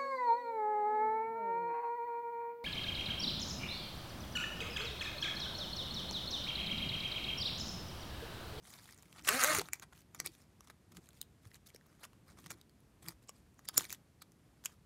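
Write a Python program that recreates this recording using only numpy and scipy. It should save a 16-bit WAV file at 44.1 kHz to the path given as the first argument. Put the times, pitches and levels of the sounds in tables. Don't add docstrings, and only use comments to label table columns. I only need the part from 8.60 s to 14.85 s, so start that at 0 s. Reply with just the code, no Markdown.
import sys
import numpy as np
from scipy import signal
from scipy.io import wavfile
from scipy.ndimage import uniform_filter1d

SR = 44100
rng = np.random.default_rng(int(sys.argv[2]) if len(sys.argv) > 2 else 0)


def file_out(sig):
    cols = np.atleast_2d(sig).T
    lim = np.clip(cols, -1, 1)
    pcm = np.round(lim * 32767).astype(np.int16)
    wavfile.write(sys.argv[1], SR, pcm)


def ratio(d):
    e = np.asarray(d, float) / 20
    return 10 ** e


N = 275625

# pitch_hz, width_hz, level_db
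WEAVE_TONES = [(835, 200, 4), (1250, 120, 8.5), (1630, 930, -11), (2220, 720, 0.5), (2720, 220, -12.5)]


def evened(x):
    return x / np.sqrt(np.mean(x ** 2) + 1e-20)


def add(mix, s, sound):
    part = mix[round(s * SR):][:len(sound)]
    part += sound[:len(part)]


def along(rows):
    s, *columns = np.transpose(rows)
    return [np.interp(np.arange(N) / SR, s, column) for column in columns]


def slow_noise(samples):
    return evened(uniform_filter1d(rng.standard_normal(N), samples))


def colour(x, points):
    f, db = np.transpose(points)
    hz = abs(np.fft.fftfreq(8192, 1 / SR))
    log_gain = np.log(ratio(np.interp(np.log(hz + 1), np.log(f), db, -70, -70)))
    taps = np.fft.ifft(np.exp(np.conj(signal.hilbert(log_gain)))).real[:4096]
    return evened(signal.oaconvolve(x, taps)[:len(x)])


def resonate(x, hz, width):
    return signal.lfilter(*signal.iirpeak(hz, hz / width, SR), x)


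def grit(per_s, spread_db, smooth):
    size = ratio(spread_db * np.minimum(rng.exponential(1, N), 4)) * (rng.random(N) < per_s / SR)
    flicker = signal.lfilter([1], [1, -.96], size)
    return rng.standard_normal(N) * (smooth + evened(flicker))


def patchy(x, depth_db):
    z = signal.stft(x, nperseg=256)[2]
    field = uniform_filter1d(rng.standard_normal(z.shape), size=6, axis=0)
    field = uniform_filter1d(field, size=6, axis=1)
    return evened(signal.istft(z * ratio(depth_db * evened(field)), nperseg=256)[1][:N])


def air():
    # pitch_hz, level_db (per Hz)
    air_colour = [(15, -56), (25, -8.5), (65, 2.5), (146, 1), (220, -2.5), (496, -13.5), (878, -18),
                  (2040, -23), (3510, -27), (11000, -30.5), (14000, -34.5), (16500, -54.5)]
    noise = colour(patchy(rng.standard_normal(N), 0.51), air_colour)
    return ratio(-68.5 + 2.5) * noise * ratio(0.45 * slow_noise(6000))


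def room_tail():
    t = np.arange(SR // 2) / SR
    hiss = signal.lfilter([1], [1, -.6], rng.standard_normal(len(t)))
    tail = hiss * ratio(-60 * t / 0.13) * (t > .006)
    return tail / np.linalg.norm(tail)


def snap(row, noise):
    s, body_db, body_hz, edge_db, edge_hz, crack_db = row
    t = np.arange(len(noise)) / SR
    ragged = ratio(3.0 * evened(uniform_filter1d(noise[::-1], 60)))
    fade = ratio(-60 * t / .005) + ragged * ratio(-24 - 60 * t / .03)
    burst = noise * fade * np.minimum(t / .0005, 1)
    burst[20] += 4.2
    lag = round(2 * SR / edge_hz)
    burst = burst + 0.047 * np.roll(burst, lag)
    echoes = 0
    for k in range(1, 4):
        delay = 6 + round(22 * abs(noise[-k]))
        echoes = echoes + .35 * np.sign(noise[k]) * np.roll(burst, delay)
    burst = burst + echoes
    body = resonate(burst, body_hz, 0.22 * body_hz)
    body = body + 0.23 * resonate(burst, 2200.0, 3000.0) + 0.11 * resonate(burst, 460.0, 380.0)
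    edge = resonate(burst, edge_hz, 800.0) + 0.4 * resonate(burst, 7200.0, 4200.0)
    crack = resonate(resonate(burst, 11500., 7400.0), 11500., 7400.0)
    parts = [(body_db, body), (edge_db, edge), (crack_db, crack)]
    return sum(ratio(db) * x / abs(x).max() for db, x in parts)


def crinkle():
    ticks_per_s = 70.
    size = ratio(4 * np.minimum(rng.exponential(1, N), 3)) * (rng.random(N) < ticks_per_s / SR)
    spot, out = rng.integers(0, 6, N), np.zeros(N)
    for k, (u, v, noise) in enumerate(zip(*rng.random((2, 6)), rng.standard_normal((6, 1000)))):
        tick = snap((0, -3, 1000 * 3 ** u, 0, 3500 * 2.2 ** v, -6), noise)
        out += signal.oaconvolve(size * (spot == k), tick)[:N]
    return evened(out)


def slide():
    # pitch_hz, level_db (per Hz)
    rustle_colour = [(1470, -24.5), (2500, -2.5), (3510, -6), (4240, -9), (7090, -10.5), (11700, -12),
                     (15200, -14.5), (16100, -35), (16500, -25.5)]
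    # start_s, end_s, rustle_db, body_db
    rubs = [(0, 0.218, -62, -62.5), (0.11, 0.417, -65, -68.5), (0.342, 0.635, -72, -75),
            (0.539, 0.63, -78, -58), (0.623, 0.733, -51, -51.5), (1, 1.024, -58, -41),
            (1.01, 1.102, -61.5, -63), (1.298, 1.449, -68.5, -73.5), (1.636, 1.682, -60, -53.5),
            (1.72, 1.765, -70, -85), (0.38, 0.414, -73, -77), (1.65, 1.878, -70, -76),
            (2.46, 2.674, -79, -83), (2.805, 2.902, -72, -75), (2.927, 2.978, -64, -69),
            (3.077, 3.109, -66, -72), (3.21, 3.438, -82, -75.5), (3.378, 3.465, -73.5, -71),
            (3.652, 3.754, -70.5, -67.5), (3.774, 3.917, -69.5, -78), (3.899, 3.952, -67, -61.5),
            (4.404, 4.558, -63, -62.5), (4.48, 4.496, -51.5, -62), (4.613, 4.657, -73, -78),
            (4.693, 4.832, -77, -80.5), (4.418, 4.441, -69, -70), (2.528, 2.6, -74, -82),
            (1.568, 1.64, -73, -76), (5.125, 5.18, -61, -62), (5.145, 5.289, -53, -56),
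            (5.272, 5.364, -53.5, -61.5), (6.041, 6.06, -65, -76), (6.055, 6.171, -74, -77)]
    # start_s, end_s, rustle_db, body_db
    scuffs = [(1.211, 1.251, -66, -54.5), (1.324, 1.338, -92, -58), (2.015, 2.068, -74, -70.5),
              (2.064, 2.093, -72, -62), (2.093, 2.116, -68, -61.5), (2.312, 2.336, -67.5, -67.5),
              (2.334, 2.403, -64.5, -65), (2.388, 2.503, -74.5, -76), (2.85, 2.858, -71, -67),
              (2.902, 2.918, -67.5, -72), (2.964, 2.966, -73.5, -71), (3.056, 3.084, -63, -67.5),
              (3.423, 3.466, -59, -56), (3.761, 3.812, -71, -63), (3.841, 3.843, -71, -64),
              (3.857, 3.873, -62, -57), (3.899, 3.917, -51, -49.5), (3.911, 3.924, -57, -56),
              (3.94, 4.04, -82, -76), (5.04, 5.067, -66, -71), (5.082, 5.103, -73, -53.5),
              (0.13, 0.148, -62, -78), (0.182, 0.202, -80, -61)]
    # start_s, t60_s (time to fade by 60 dB), rustle_db, body_db
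    settles = [
        (1.132, 0.14, -55.5, -55),
        (1.548, 0.068, -57, -52.5),
        (1.599, 0.045, -63, -46),
        (1.662, 0.051, -48, -64),
        (2.613, 0.049, -66, -65),
        (5.618, 0.033, -53.5, -54),
        (6.039, 0.028, -56, -61),
        (6.059, 0.031, -43, -59),
    ]
    slips = patchy(grit(450., 3.5, 1.), 3.4)
    rustle = colour(slips, rustle_colour) + ratio(-13) * crinkle()
    body = evened(sum(ratio(db) * resonate(slips, hz, 3 * width) for hz, width, db in WEAVE_TONES))
    bright, dull = np.zeros((2, N))
    for start, end, rustle_db, body_db in rubs + scuffs:
        stroke = signal.windows.tukey(round((end - start) * SR), .8)
        add(bright, start, ratio(rustle_db) * stroke)
        add(dull, start, ratio(body_db) * stroke)
    for start, t60, rustle_db, body_db in settles:
        fade_db = -60 * np.arange(6000) / SR / t60
        add(bright, start, ratio(rustle_db + fade_db))
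        add(dull, start, ratio(body_db + fade_db))
    return bright * rustle + dull * body


def snaps():
    # start_s, edge_db, edge_hz
    ticks = [(.071, -49, 8000), (.081, -58, 7000), (.187, -56, 2780), (.242, -44.5, 8300),
             (.345, -50, 8800), (.377, -46, 7000), (.386, -53.5, 6960), (.613, -54, 3000),
             (.623, -50, 6000), (.64, -56, 8070), (.6775, -20.5, 9400), (.81, -26, 9500), (.89, -31, 7700),
             (.97, -38, 4600), (1.017, -50, 4500), (1.2255, -49, 6500), (1.2355, -53, 7000),
             (1.377, -57, 4700), (1.404, -58, 5930), (1.551, -50, 10900), (2.044, -56, 8000),
             (2.073, -55, 6000), (2.082, -64, 5000), (2.1, -60, 4270), (2.11, -60, 9000),
             (2.506, -56, 3720), (2.531, -55, 4200), (2.872, -59, 2200), (2.885, -61, 9900),
             (2.929, -63, 13000), (2.956, -54, 11000), (2.961, -54, 3000), (3.073, -47, 10000),
             (3.103, -57, 4580), (3.1465, -43.5, 4770), (3.266, -54.5, 12000), (3.411, -59, 3000),
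             (3.433, -49, 4200), (3.437, -53, 5340), (3.443, -48, 2930), (3.8, -54, 12400),
             (3.815, -58, 4500), (3.917, -46, 4500), (3.927, -47, 9000), (3.985, -61, 12500),
             (4.095, -54.5, 4030), (4.204, -58.5, 10950), (4.675, -54, 5100), (4.943, -62.5, 8890),
             (4.992, -51, 6700), (5.144, -42, 5600), (5.216, -38, 6500), (5.2218, -35.5, 2600),
             (5.242, -40, 7000), (5.2542, -42, 7130), (5.329, -35, 12000), (5.347, -42, 3300),
             (5.6194, -45, 4350), (5.623, -41, 4260), (5.7195, -51.5, 5540)]
    # start_s, body_db, body_hz
    knocks = [(.078, -51, 735), (0.431, -45, 950), (0.527, -42.5, 2870), (.572, -53, 1080),
              (0.5862, -47, 2480), (0.594, -43, 2360), (0.649, -34.5, 2860), (.673, -24, 1250),
              (1.015, -24, 1120), (1.0864, -33.5, 1335), (1.2251, -46.5, 1830), (2.0731, -47.5, 1180),
              (2.1, -37.5, 1165), (2.372, -40.5, 1113), (2.9152, -47.5, 1960), (3.102, -47.5, 2220),
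              (5.62, -42, 1250), (3.211, -53.5, 1780), (3.261, -53.5, 1200), (3.44, -40.5, 2730),
              (3.532, -50, 1085), (3.788, -40.5, 1100), (3.842, -42.5, 1000), (3.866, -47, 1080),
              (4.013, -42, 3500), (4.462, -41, 1871), (4.992, -46.5, 1210), (6.0396, -44, 1250)]
    # start_s, edge_db, edge_hz, body_db, body_hz
    cracks = [(0.1043, -44, 7100, -49, 1850), (0.138, -49, 5200, -54, 2680), (0.3242, -45, 5200, -47, 1830),
              (0.675, -30, 5950, -26.5, 2820), (0.6859, -31, 7640, -12.5, 1900),
              (0.6886, -13, 7766, -14.5, 2900), (0.832, -32, 6600, -25, 1500), (.817, -35, 9400, -30, 1700),
              (0.8294, -28, 11000, -20, 1310), (0.837, -14.5, 6600, -20, 1510),
              (0.8448, -17, 6660, -13.5, 1450), (0.949, -21, 6760, -20, 1800),
              (1.133, -19.5, 7150, -23, 2390), (1.547, -40, 7150, -39, 1230),
              (1.6611, -23.5, 9250, -30.5, 2340), (2.6142, -28, 13600, -35, 3990),
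              (2.6272, -46.5, 8600, -49, 3320), (2.9439, -44.5, 4440, -47.5, 1080),
              (3.07, -49, 4050, -71.5, 2470), (3.0694, -51, 6780, -59, 2720),
              (3.8616, -47.5, 6350, -35.5, 994), (3.9051, -32, 6200, -31.5, 1880),
              (4.4846, -27.5, 4740, -35.5, 1887), (5.0874, -22, 4410, -42.5, 1400),
              (5.2516, -40.5, 3850, -36, 2230), (5.304, -33, 6240, -39, 2460),
              (5.327, -25.5, 7400, -35.5, 2110), (0.29, -58, 4000, -45.5, 1800)]
    # start_s, edge_db, edge_hz, body_db, body_hz
    clacks = [(0.3089, -45, 6740, -53, 1940), (0.4248, -44, 6800, -58, 1000),
              (0.6896, -16, 6650, -12, 1168), (0.9855, -21, 6440, -40, 1960),
              (0.9949, -24.5, 4400, -28, 1970), (1.0111, -36, 6736, -36.5, 2670),
              (1.1972, -39, 6460, -40.5, 2460), (1.2311, -53, 7160, -38.5, 1180),
              (1.601, -20, 5920, -27, 2080), (1.672, -29, 4500, -54.5, 3540),
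              (2.007, -48, 5820, -42.5, 1190), (2.369, -46, 7030, -38, 1970),
              (2.489, -43.5, 7000, -47, 1480), (3.161, -44.5, 5600, -45.5, 2000),
              (3.451, -41, 6820, -40.5, 2040), (3.9106, -53, 6604, -33.5, 1390),
              (4.6929, -41, 5840, -33, 1130), (5.0533, -45.5, 7030, -50.5, 1947),
              (5.1754, -19.5, 11880, -24.5, 5070), (5.1783, -6, 7460, -19.5, 1340),
              (5.194, -34, 3460, -35, 2000), (5.162, -50, 7200, -37, 1305),
              (5.1975, -35.5, 3530, -32.5, 2000), (5.2075, -33, 3500, -33, 1340),
              (5.2963, -39, 3640, -49.5, 2360), (6.05, -33, 7080, -50, 1500), (6.057, -21, 7150, -33, 1550)]
    rows = [(s, b, bhz, e, ehz, e - 3) for s, e, ehz, b, bhz in cracks]
    rows += [(s, b, bhz, e, ehz, e - 22.5 + 0.15 * (e + 30)) for s, e, ehz, b, bhz in clacks]
    rows += [(s, b, bhz, b - 18, 6900, b - 23) for s, b, bhz in knocks]
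    rows += [(s, e - 13.5, 1800, e, ehz, e - 11) for s, e, ehz in ticks]
    out = np.zeros(N)
    for row, noise in zip(rows, rng.standard_normal((len(rows), 1500))):
        add(out, row[0], snap(row, noise))
    bounce = np.zeros(N)
    add(bounce, .0026, ratio(-14.5) * out)
    return out + bounce


def pull():
    # start_s, ribs_per_s, force_db, hum_db (from tension),
    # slack_db (favours the lowest tone), weave_db (ring of the weave)
    course = [
        (0.666, 176, -41.5, -59.5, -0.5, -2),
        (.71, 204, -37.5, -51, -3, -5.5),
        (0.739, 248, -35, -43, 1.5, -6.5),
        (0.784, 272, -38.5, -44, -5, 1),
        (0.807, 248, -36.5, -57.5, -3, 7),
        (0.842, 254, -34.5, -49, -5.5, -2),
        (0.861, 300, -35, -45.5, -6, -3),
        (0.934, 311, -36.5, -46.5, 0, 1),
        (1.005, 178, -39, -41, -18.5, 1.5),
    ]
    # pitch_hz, level_db (per Hz)
    rasp_colour = [(410, -18.5), (700, -11), (912, -24), (1100, -4.5), (1650, -7), (2840, -11), (3120, -16),
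                   (9600, -17.5), (14800, -22), (15900, -26), (16500, -57.5)]
    # pitch_hz, level_db
    strap_tones = [(170, -7), (250, 2.5), (310, -3), (400, 2.5), (520, -3.5), (610, 3.5), (760, 0),
                   (980, -21), (1110, -3.5), (1250, -3), (1450, -7.5), (1620, -5), (1850, -5.5),
                   (2170, -1.5), (2600, -11)]
    per_s, force_db, hum_db, slack_db, weave_db = along(course)
    turns = np.cumsum(per_s * (1 + 0.013 * slow_noise(300))) / SR
    ribs = np.diff(np.floor(turns), prepend=0) * ratio(2.5 * rng.standard_normal(N))
    buzz = np.zeros(N)
    for k, (hz, width, db) in enumerate(WEAVE_TONES):
        buzz += (-1) ** k * ratio(db) * resonate(resonate(ribs, hz, width), hz, 2 * width)
    slips = grit(800., 3., 2.)
    gate = 1.1 + np.exp(-(turns % 1) / 0.57)
    rasp = colour(patchy(slips * gate, 2.5), rasp_colour)
    edge_tones = [(4300, -3), (6500, 1), (9500, -3.0)]
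    rasp = rasp + sum(ratio(db) * resonate(rasp, hz, 700.0) for hz, db in edge_tones)
    hum = np.zeros(N)
    for k in range(1, 10):
        level_db = hum_db if k < 4 else force_db + weave_db - 7
        level_db = level_db + slack_db * (k == 1) - slack_db * (k == 2)
        level_db = level_db + np.interp(k * per_s, *np.transpose(strap_tones))
        hum += ratio(level_db) * ratio(4 * slow_noise(900)) * np.sin(2 * np.pi * k * turns)
    hum *= ratio(9 * np.minimum(np.gradient(per_s) * SR / 1000, 0))
    on, start, end = np.zeros(N), course[0][0], course[-1][0]
    add(on, start, signal.windows.tukey(round((end - start) * SR), .05))
    knocks = ratio(-11.5 + weave_db) * patchy(buzz, 3.2)
    return on * (ratio(force_db) * (rasp + ratio(-27.5) * crinkle() + knocks) + hum)


def bumps():
    # peak_s, level_db, build_up_s, release_s
    leans = [
        (.75, -48.5, 0.32, 0.07),
        (.96, -41.5, 0.2, 0.14),
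        (1.698, -54.5, 0.34, 0.03),
        (2.389, -48, 0.094, 0.024),
        (2.868, -64.5, 0.11, 0.07),
        (3.93, -53.5, 0.42, 0.11),
        (4.488, -50, 0.11, 0.072),
        (5.189, -44, 0.068, 0.1),
    ]
    # start_s, level_db, pitch_hz
    pushes = [(0.97, -36, 94), (0.985, -25, 385), (1.008, -29, 401), (2.859, -38.5, 107),
              (2.959, -49.5, 129), (3.147, -39.5, 447), (3.441, -71.5, 141), (3.865, -43, 170),
              (3.902, -40, 169), (4.525, -48.5, 59.6), (5.179, -32, 277), (5.183, -57, 120),
              (1.2, -52.5, 350), (1.662, -38, 410), (4.692, -43, 486), (5.181, -27, 514)]
    # pitch_hz, level_db (per Hz)
    rumble_colour = [(15, -29), (25, -10), (49, -8.5), (107, -4.5), (177, 0), (233, -10.5), (322, -3.5),
                     (500, -20.5), (650, -30.5), (1100, -120)]
    t = np.arange(N) / SR
    weight = ratio(-73)
    for s, db, rise, fall in leans:
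        weight = weight + ratio(db - 25 * np.where(t < s, (s - t) / rise, (t - s) / fall))
    out = weight * ratio(-6.5) * colour(grit(40., 0.96, 10.0), rumble_colour)
    t = t[:6000]
    for s, db, hz in pushes:
        fade = ratio(db - 60 * t * hz / 6.75)
        add(out, s, fade * np.sin(2 * np.pi * hz * t) * np.minimum(t * hz, 1))
    return out


def scene():
    far = air() + bumps()
    near = slide() + snaps() + pull()
    return (near + ratio(-21.0) * signal.fftconvolve(near, room_tail())[:N] + far)[None]


def smear(x):
    # start_s, spread_db, centre_hz, half_width_hz
    smeared_snaps = [(.689, 5, 6500, 3000), (.838, -1, 6500, 1497), (1.133, -19, 7000, 2500),
                     (1.601, -7, 5540, 2535), (1.664, 6, 4200, 3535), (3.147, 4, 5000, 2990),
                     (5.62, 3, 4400, 1197), (3.908, -1, 5000, 4000), (4.485, 1, 4980, 2550),
                     (4.693, 11.5, 5800, 2515), (4.992, 6.5, 6680, 890), (5.088, 4, 5500, 2500),
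                     (5.176, 6.5, 7150, 700), (5.327, -4.5, 6800, 2000), (6.057, -2, 7150, 1195)]
    hz, t, z = signal.stft(x, SR, nperseg=1024, noverlap=768)
    blurred = z * np.exp(2j * np.pi * rng.random(z.shape)) * ((hz > 700) & (hz < 8300))[:, None]
    size = abs(blurred)
    nearby = abs(uniform_filter1d(size, size=12, axis=1))
    blurred *= (nearby / (size.max(axis=1, keepdims=True) + 1e-12)) ** 0.22
    spread = ratio(-10.0)
    for s, db, mid_hz, width in smeared_snaps:
        band_db = db - 8.0 * ((hz[:, None] - mid_hz) / width) ** 2
        spread = spread + ratio(band_db) * (abs(t - s) < .012)
    return signal.istft(blurred * spread, SR, nperseg=1024, noverlap=768)[1][:, :N]


def top_cut(x):
    return signal.sosfilt(signal.butter(12, 16820, fs=SR, output="sos"), x)


def record(dry):
    dry = signal.sosfilt(signal.butter(4, 42., "high", fs=SR, output="sos"), dry)
    low = signal.oaconvolve(dry, signal.firwin(401, 15800, fs=SR)[None], "same")
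    dry = low + ratio(-24.0) * (dry - low)
    return top_cut(dry + smear(dry))


dry = scene()
out = record(dry)
file_out(out)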